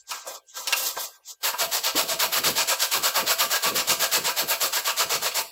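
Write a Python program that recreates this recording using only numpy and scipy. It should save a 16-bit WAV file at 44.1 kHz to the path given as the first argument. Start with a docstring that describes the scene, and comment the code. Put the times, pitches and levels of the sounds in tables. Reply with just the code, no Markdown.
"""A steel box grater is set down in a clay dish and gripped, with knocks and sliding skin, close up in mono.
Then a lemon is grated: the teeth tear the rind in dense tiny snaps that ring the steel walls.
Each push and pull also jolts the dish, a lumpy low rumble, and a diffuse kitchen tail follows every sound.
A noise suppressor hollows out the pauses; hum and a thin whine leak through."""
import sys
import numpy as np
from scipy import signal
from scipy.fft import rfft, irfft, next_fast_len
from scipy.io import wavfile
from scipy.ndimage import uniform_filter1d

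SR = 44100
rng = np.random.default_rng(int(sys.argv[2]) if len(sys.argv) > 2 else 0)


def wrap_up_sound(samples):
    """Save the sound to the file named by the first command line argument, as 16-bit audio."""
    columns = np.atleast_2d(samples).T
    # keep every value between -1 and 1, then stretch to whole-number steps
    tamed = np.clip(columns, -1, 1)
    steps = np.round(tamed * 32767).astype(np.int16)
    wavfile.write(sys.argv[1], SR, steps)


def nominal_scale(level):
    """Amplitude ratio for a level in decibels (scalar or array-like)."""
    x = np.asarray(level, float) / 20
    return 10 ** x


N = 243343  # samples


def rms_one(x):
    """Scale to rms 1."""
    return x / np.sqrt(np.mean(x ** 2) + 1e-20)


def colour(x, spectrum):
    """Filter by a (Hz, dB) spectrum, interpolated over log frequency; rms 1."""
    size = next_fast_len(N + 4096)
    hz, db = np.transpose(spectrum)
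    grid_hz = np.maximum(np.arange(size // 2 + 1) * SR / size, 1)
    gain = nominal_scale(np.interp(np.log(grid_hz), np.log(hz), db, left=-90, right=-90))
    return rms_one(irfft(rfft(x, size) * gain, size)[:N])


def resonate(x, hz, width_hz):
    """One two-pole resonance, gain 1 on top."""
    r = np.exp(-np.pi * width_hz / SR)
    zeros = [(1 - r * r) / 2, 0, (r * r - 1) / 2]
    poles = [1, -2 * r * np.cos(2 * np.pi * hz / SR), r * r]
    return signal.lfilter(zeros, poles, x + 1e-18)


def snaps(per_s, spread_db):
    """Random clicks of uneven size and either sign; rms 1."""
    sizes = nominal_scale(spread_db * np.minimum(rng.exponential(1, N), 5)) * rng.choice([-1, 1], N)
    return rms_one(sizes * (rng.random(N) < per_s / SR))


def flicker(per_s, depth_db):
    """Slow random gain: low-passed noise taken as dB."""
    r = np.exp(-2 * np.pi * per_s / SR)
    wander = signal.lfilter([1], [1, -2 * r, r * r], rng.standard_normal(N))
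    return nominal_scale(depth_db * rms_one(wander))


def patchy(x, per_s, depth_db):
    """The colour wanders: slices of the spectrum up to 16 kHz each get their own slow gain."""
    out, below = 0, 0
    for edge_hz in np.geomspace(700, 16000, 9):
        upto = signal.sosfiltfilt(signal.butter(2, edge_hz, fs=SR, output="sos"), x)
        out = out + (upto - below) * flicker(per_s, depth_db)
        below = upto
    return out + x - below


# rind on teeth, relative spectrum: hz [Hz], level_db [dB per Hz]
RIND_SPECTRUM = [(200, -58), (420, -17), (700, -10.5), (1300, -10.5), (2030, -12.5), (3000, -11),
                 (4520, -8), (6000, -13), (7700, -8.5), (8700, -21.5), (10500, -16), (13300, -13),
                 (15700, -15.5), (16000, -35)]
# grating strokes, push and pull in turn: middle_s [s], peak_db [dB, relative],
# pitch_hz [Hz, favoured wall pitch], jolt_db [dB, push on the dish], ring_db [dB re peak, relative]
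GRATING_STROKES = [(1.467, -8, 870, -67, -15.5), (1.625, -10, 662, -50.5, -14), (1.75, -9, 733, -48, -25),
                   (1.874, -10, 880, -71, -12), (1.992, -5.5, 607, -40, -16.5),
                   (2.118, -11, 660, -45.5, -14.5), (2.228, -6.5, 620, -39, -12.5),
                   (2.359, -6.5, 1250, -39, -16.5), (2.473, -6, 635, -36, -17),
                   (2.597, -7.5, 1820, -56, -12.5), (2.711, -9.5, 596, -60, -9),
                   (2.832, -8.5, 1500, -67, -15.5), (2.947, -6, 1140, -40, -12),
                   (3.065, -5.5, 1390, -70, -15.5), (3.179, -6, 1157, -38.5, -12.5),
                   (3.303, -7, 1420, -57.5, -13), (3.419, -6.5, 1190, -51, -12.5),
                   (3.543, -6, 1656, -55, -13.5), (3.661, -6.5, 1150, -33, -13),
                   (3.787, -8.5, 1060, -56, -11.5), (3.909, -7, 1200, -38.5, -14.5),
                   (4.033, -8.5, 1670, -53, -13), (4.151, -7, 1110, -36, -14),
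                   (4.281, -8.5, 1450, -48, -12.5), (4.398, -8.5, 630, -45.5, -13),
                   (4.519, -8.5, 1460, -57, -12.5), (4.64, -8, 1150, -41, -14.5),
                   (4.766, -8, 1690, -55.5, -17.5), (4.882, -8.5, 1120, -47, -12),
                   (5.007, -8, 1360, -45.5, -13.5), (5.131, -6, 1060, -48.5, -15.5),
                   (5.259, -9, 559, -58, -15.5), (5.38, -10.5, 936, -53, -13)]


def grating():
    """One stream of snaps is heard directly and through the walls; each stroke favours some wall modes."""
    _, peak_db, pitch_hz, _, ring_db = np.transpose(GRATING_STROKES)
    stream = snaps(per_s=12000, spread_db=1.5) * flicker(per_s=68, depth_db=1.0)

    shape, which = stroke_shape(sharpness=1.0, lag_s=0.00092, fade_s=0.0034)
    tearing = patchy(colour(stream, RIND_SPECTRUM), per_s=7.1, depth_db=3.0)
    direct = tearing * shape * nominal_scale(peak_db - 15.0)[which]

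    shape, which = stroke_shape(sharpness=6.1, lag_s=0.0014, fade_s=0.016)
    force = stream * shape * nominal_scale(peak_db + ring_db + 8.0)[which]

    def favour(hz):
        """Up to 10 dB more for modes near the stroke's pitch, where the fruit presses."""
        return nominal_scale(10 * np.exp(-(np.log(hz / pitch_hz) / 0.05) ** 2))[which]

    return direct + walls(force, favour)


# push, then pull: lead_s [s, start before the middle], length_s [s], skew [0-1, place of the top]
PUSH_AND_PULL = [(0.041, 0.094, 0.3), (.047, 0.095, 0.36)]


def stroke_shape(sharpness, lag_s, fade_s):
    """Speed swells and dies within each stroke, top early by the skew; also tells which stroke is on."""
    middle_s = np.transpose(GRATING_STROKES)[0]
    lead_s, length_s, skew = np.array(PUSH_AND_PULL)[np.arange(len(middle_s)) % 2].T
    t, start_s = np.arange(N) / SR - lag_s, middle_s - lead_s
    which = np.maximum(np.searchsorted(start_s, t) - 1, 0)
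    phase = np.clip((t - start_s[which]) / length_s[which], 0, 1)
    bend = np.log(.5) / np.log(np.clip(skew[which], .1, .9))
    speed = np.sin(np.pi * phase ** bend).clip(0) ** sharpness
    r = np.exp(-1 / (fade_s * SR))   # the fruit does not stop dead
    return signal.lfilter([1 - r], [1, -r], speed), which


# pitches of the grater's wall modes: pitch_hz [Hz]
WALL_PITCHES = [188, 335, 460, 536, 662, 790, 910, 995, 1145, 1175, 1225, 1310, 1395, 1576, 1665, 1900,
                2240, 2446, 2600, 2730, 2890, 3400, 3660, 3930, 4425, 4900, 5550, 7590]
# the same modes in the same order: width_hz [Hz], level_db [dB, relative]
WALL_MODES = [(22, -37), (20, -37), (30, -29), (25.8, 5), (30, -0.5), (40, 2.5), (27, 0.5), (28.7, 6.5),
              (31, 3.5), (30, 1.5), (30, 1), (44.7, 7), (30, -2.5), (30, 7.5), (41.3, -3), (50, -38),
              (49.7, -4.5), (40, 6), (55, -6), (45, 6), (60.5, -3.5), (80, -15), (60, -11.5), (70, -19),
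              (80, -2), (120, -64), (120, -0.5), (300, -35)]


def walls(force, favour=lambda hz: 1):
    """The steel walls: all modes ring together as resonances, signs alternating."""
    ring = 0
    for k, (hz, (width_hz, db)) in enumerate(zip(WALL_PITCHES, WALL_MODES)):
        gain = (-1) ** k * nominal_scale(db) * np.sqrt(40 / width_hz)   # evens out broad and narrow modes
        ring = ring + gain * resonate(force * favour(hz), hz, width_hz)
    return ring


# dish on the counter, relative spectrum: hz [Hz], level_db [dB per Hz]
DISH_SPECTRUM = [(30, -40), (60, -10), (110, -2.5), (185, 6), (250, 0.5), (330, 5), (420, 6), (560, 8.5)]


def rocking():
    """Lumpy low rumble: each stroke jolts the dish, and sliding hands rock it a little."""
    shape, which = stroke_shape(sharpness=0.85, lag_s=0.005, fade_s=0.0015)
    jolt_db = np.transpose(GRATING_STROKES)[3]
    r = np.exp(-1 / (0.046 * SR))   # the dish settles over 46 ms
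    jolts = signal.lfilter([1 - r], [1, -r], shape * nominal_scale(jolt_db)[which])
    rocks = nominal_scale(-19) * touch_force(column=3)   # relative to the wall ring of a slide
    shake = colour(rng.standard_normal(N), DISH_SPECTRUM) * flicker(per_s=8.3, depth_db=5.5)
    return shake * (jolts + rocks)


# skin on steel, relative spectrum: hz [Hz], level_db [dB per Hz]
RUSTLE_SPECTRUM = [(880, -34), (1500, -13), (1970, -6), (2560, -19), (3180, -1.5), (5190, 1), (7710, 2.5),
                   (8600, -25), (11200, -59), (18900, -120)]
# airy top of the sliding skin, relative spectrum: hz [Hz], level_db [dB per Hz]
SKIN_HISS_SPECTRUM = [(8000, 2), (9200, -3), (14300, 5.5), (15700, -2), (16000, -41)]


def handling():
    """Sliding skin rustles, hisses and rings the walls, mostly the low ones."""
    stream = snaps(per_s=15000, spread_db=1.5) * flicker(per_s=40, depth_db=1.2)
    force = touch_force(column=2)
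    rustle = patchy(colour(stream, RUSTLE_SPECTRUM), per_s=22, depth_db=3.0) * force

    firm_db, hiss_at_firm_db, growth = -30.5, -30.5, 1.87   # the hiss grows faster than the rustle
    hiss_level = nominal_scale(hiss_at_firm_db) * (force / nominal_scale(firm_db)) ** growth
    hiss = colour(stream, SKIN_HISS_SPECTRUM) * hiss_level

    lowpass = signal.butter(2, 1600, fs=SR, output="sos")
    soft = rms_one(signal.sosfilt(lowpass, stream)) * touch_force(column=3)
    return rustle + hiss + nominal_scale(1.5) * walls(soft)


# hands and fruit sliding on the grater: full_s [s, full pressure is reached], held_s [s],
# rustle_db [dB], ring_db [dB, drive to the walls, relative], let_go_db_per_s [dB per s]
HAND_SLIDES = [(.001, .005, -46.5, -79, 150), (.1, 0.056, -39, -47.5, 100),
               (0.281, 0.076, -38.5, -40.5, 402), (0.489, .04, -46, -75, 100),
               (0.569, 0.063, -37.5, -41.5, 293), (.69, 0.07, -37, -35.5, 396), (.77, .12, -31, -38, 299.5),
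               (0.998, 0.043, -33, -40, 298.5), (1.151, .015, -47, -49.5, 292),
               (1.29, 0.021, -38, -49, 452)]


def touch_force(column):
    """Force of the light contacts before the grating: each slide rises, holds and falls in dB."""
    t, slides = np.arange(N) / SR, np.array(HAND_SLIDES)[:, :, None]
    full_s, held_s, let_go_db_per_s = slides[:, 0], slides[:, 1], slides[:, 4]
    rise_db_per_s = 315
    early_s = np.maximum(full_s - t, 0)
    late_s = np.maximum(t - full_s - held_s, 0)
    level_db = slides[:, column] - rise_db_per_s * early_s - let_go_db_per_s * late_s
    return nominal_scale(level_db).max(axis=0)   # the strongest slide wins


# knocks of the grater on the dish: start_s [s], level_db [dB, relative], centre_hz [Hz], t60_s [s]
DISH_KNOCKS = [(0.109, -17, 3660, 0.043), (0.113, -24.5, 1254, 0.31), (.262, -28.5, 690, 0.22),
               (0.272, -22.5, 5800, 0.054), (0.673, -11, 4060, 0.053), (0.726, -7, 3000, 0.025),
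               (0.966, -19.5, 714, 0.033), (1.533, -18.5, 885, 0.026), (1.948, -17, 354, 0.12),
               (2.47, -24, 340, 0.088), (3.896, -12.5, 2800, 0.013), (5.315, -24, 3000, .08)]


def knocks():
    """Each knock is a tick and a short rattle around its centre pitch, and rings the walls."""
    t, crack = np.arange(N) / SR, np.zeros(N)
    noise = rng.standard_normal(N)
    for start_s, level_db, centre_hz, t60_s in DISH_KNOCKS:
        # the rattle holds for 10 ms, then dies
        burst = noise * (t >= start_s) * nominal_scale(-60 * np.maximum(t - start_s - .01, 0) / t60_s)
        burst[round(start_s * SR)] = 10.0   # the tick
        width_hz = centre_hz * (.4 + centre_hz / 5000)   # hard contacts are bright and broad
        gain = nominal_scale(level_db - 12.0) * np.sqrt(SR / 4 / width_hz)
        crack += gain * resonate(burst, centre_hz, width_hz)
    return crack + nominal_scale(6.0) * walls(crack)


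def kitchen(x):
    """Diffuse room tail: the sound convolved with dying noise of unit energy."""
    t60_s, gap_s = 0.61, 0.004
    t = np.arange(SR // 2) / SR
    tail = rng.standard_normal(len(t)) * nominal_scale(-60 * t / t60_s) * (t > gap_s)
    return signal.fftconvolve(x, tail / np.sqrt(np.sum(tail ** 2)))[:N]


# room hiss, relative spectrum: hz [Hz], level_db [dB per Hz]
ROOM_HISS_SPECTRUM = [(250, -23), (450, -2.5), (900, -4.5), (1300, -11), (2300, -9), (3500, -6),
                      (7500, -11.5), (9000, -13), (15700, -15)]


def background():
    """Wavering mains hum and its octave, a thin whine and room hiss."""
    hum_hz, whine_hz = 50, 1576
    turns = 2 * np.pi * np.arange(N) / SR
    hum = np.sin(turns * hum_hz) + .6 * np.sin(2 * turns * hum_hz)
    hum = nominal_scale(-63) * hum * flicker(per_s=10, depth_db=0.7)
    whine = nominal_scale(-47) * np.sin(turns * whine_hz) * flicker(per_s=18, depth_db=0.1)
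    hiss = nominal_scale(-47.5) * colour(rng.standard_normal(N), ROOM_HISS_SPECTRUM)
    return hum + whine + hiss


def scene():
    """Grater, dish, room and background, alike in both channels."""
    near = grating() + handling() + knocks() + rocking()
    return np.tile(near + nominal_scale(-9) * kitchen(near) + background(), (2, 1))


def top_cut(x):
    """Nothing passes above the cut-off."""
    return signal.sosfilt(signal.butter(12, 16640, fs=SR, output="sos"), x)


def record(dry):
    """Noise suppressor: finds each band's steady power in its quietest moments and gates against it."""
    over, floor_db = 0.95, -30
    _, _, bins = signal.stft(dry[0], nperseg=512, noverlap=384)
    power = uniform_filter1d(np.abs(bins) ** 2, size=5, axis=0)   # smooth over frequency
    power = uniform_filter1d(power, size=15, axis=1)   # smooth over time
    steady = np.percentile(power, 3, axis=1, keepdims=True)
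    gain = np.maximum(1 - over * steady / (power + 1e-20), 0) ** 2
    gain = uniform_filter1d(gain, size=7, axis=1) + nominal_scale(floor_db)   # gradual gain; a little leaks through
    mono = signal.istft(bins * gain, nperseg=512, noverlap=384)[1][:N]
    return top_cut(np.array([mono, mono]))


dry = scene()
out = record(dry)
wrap_up_sound(out)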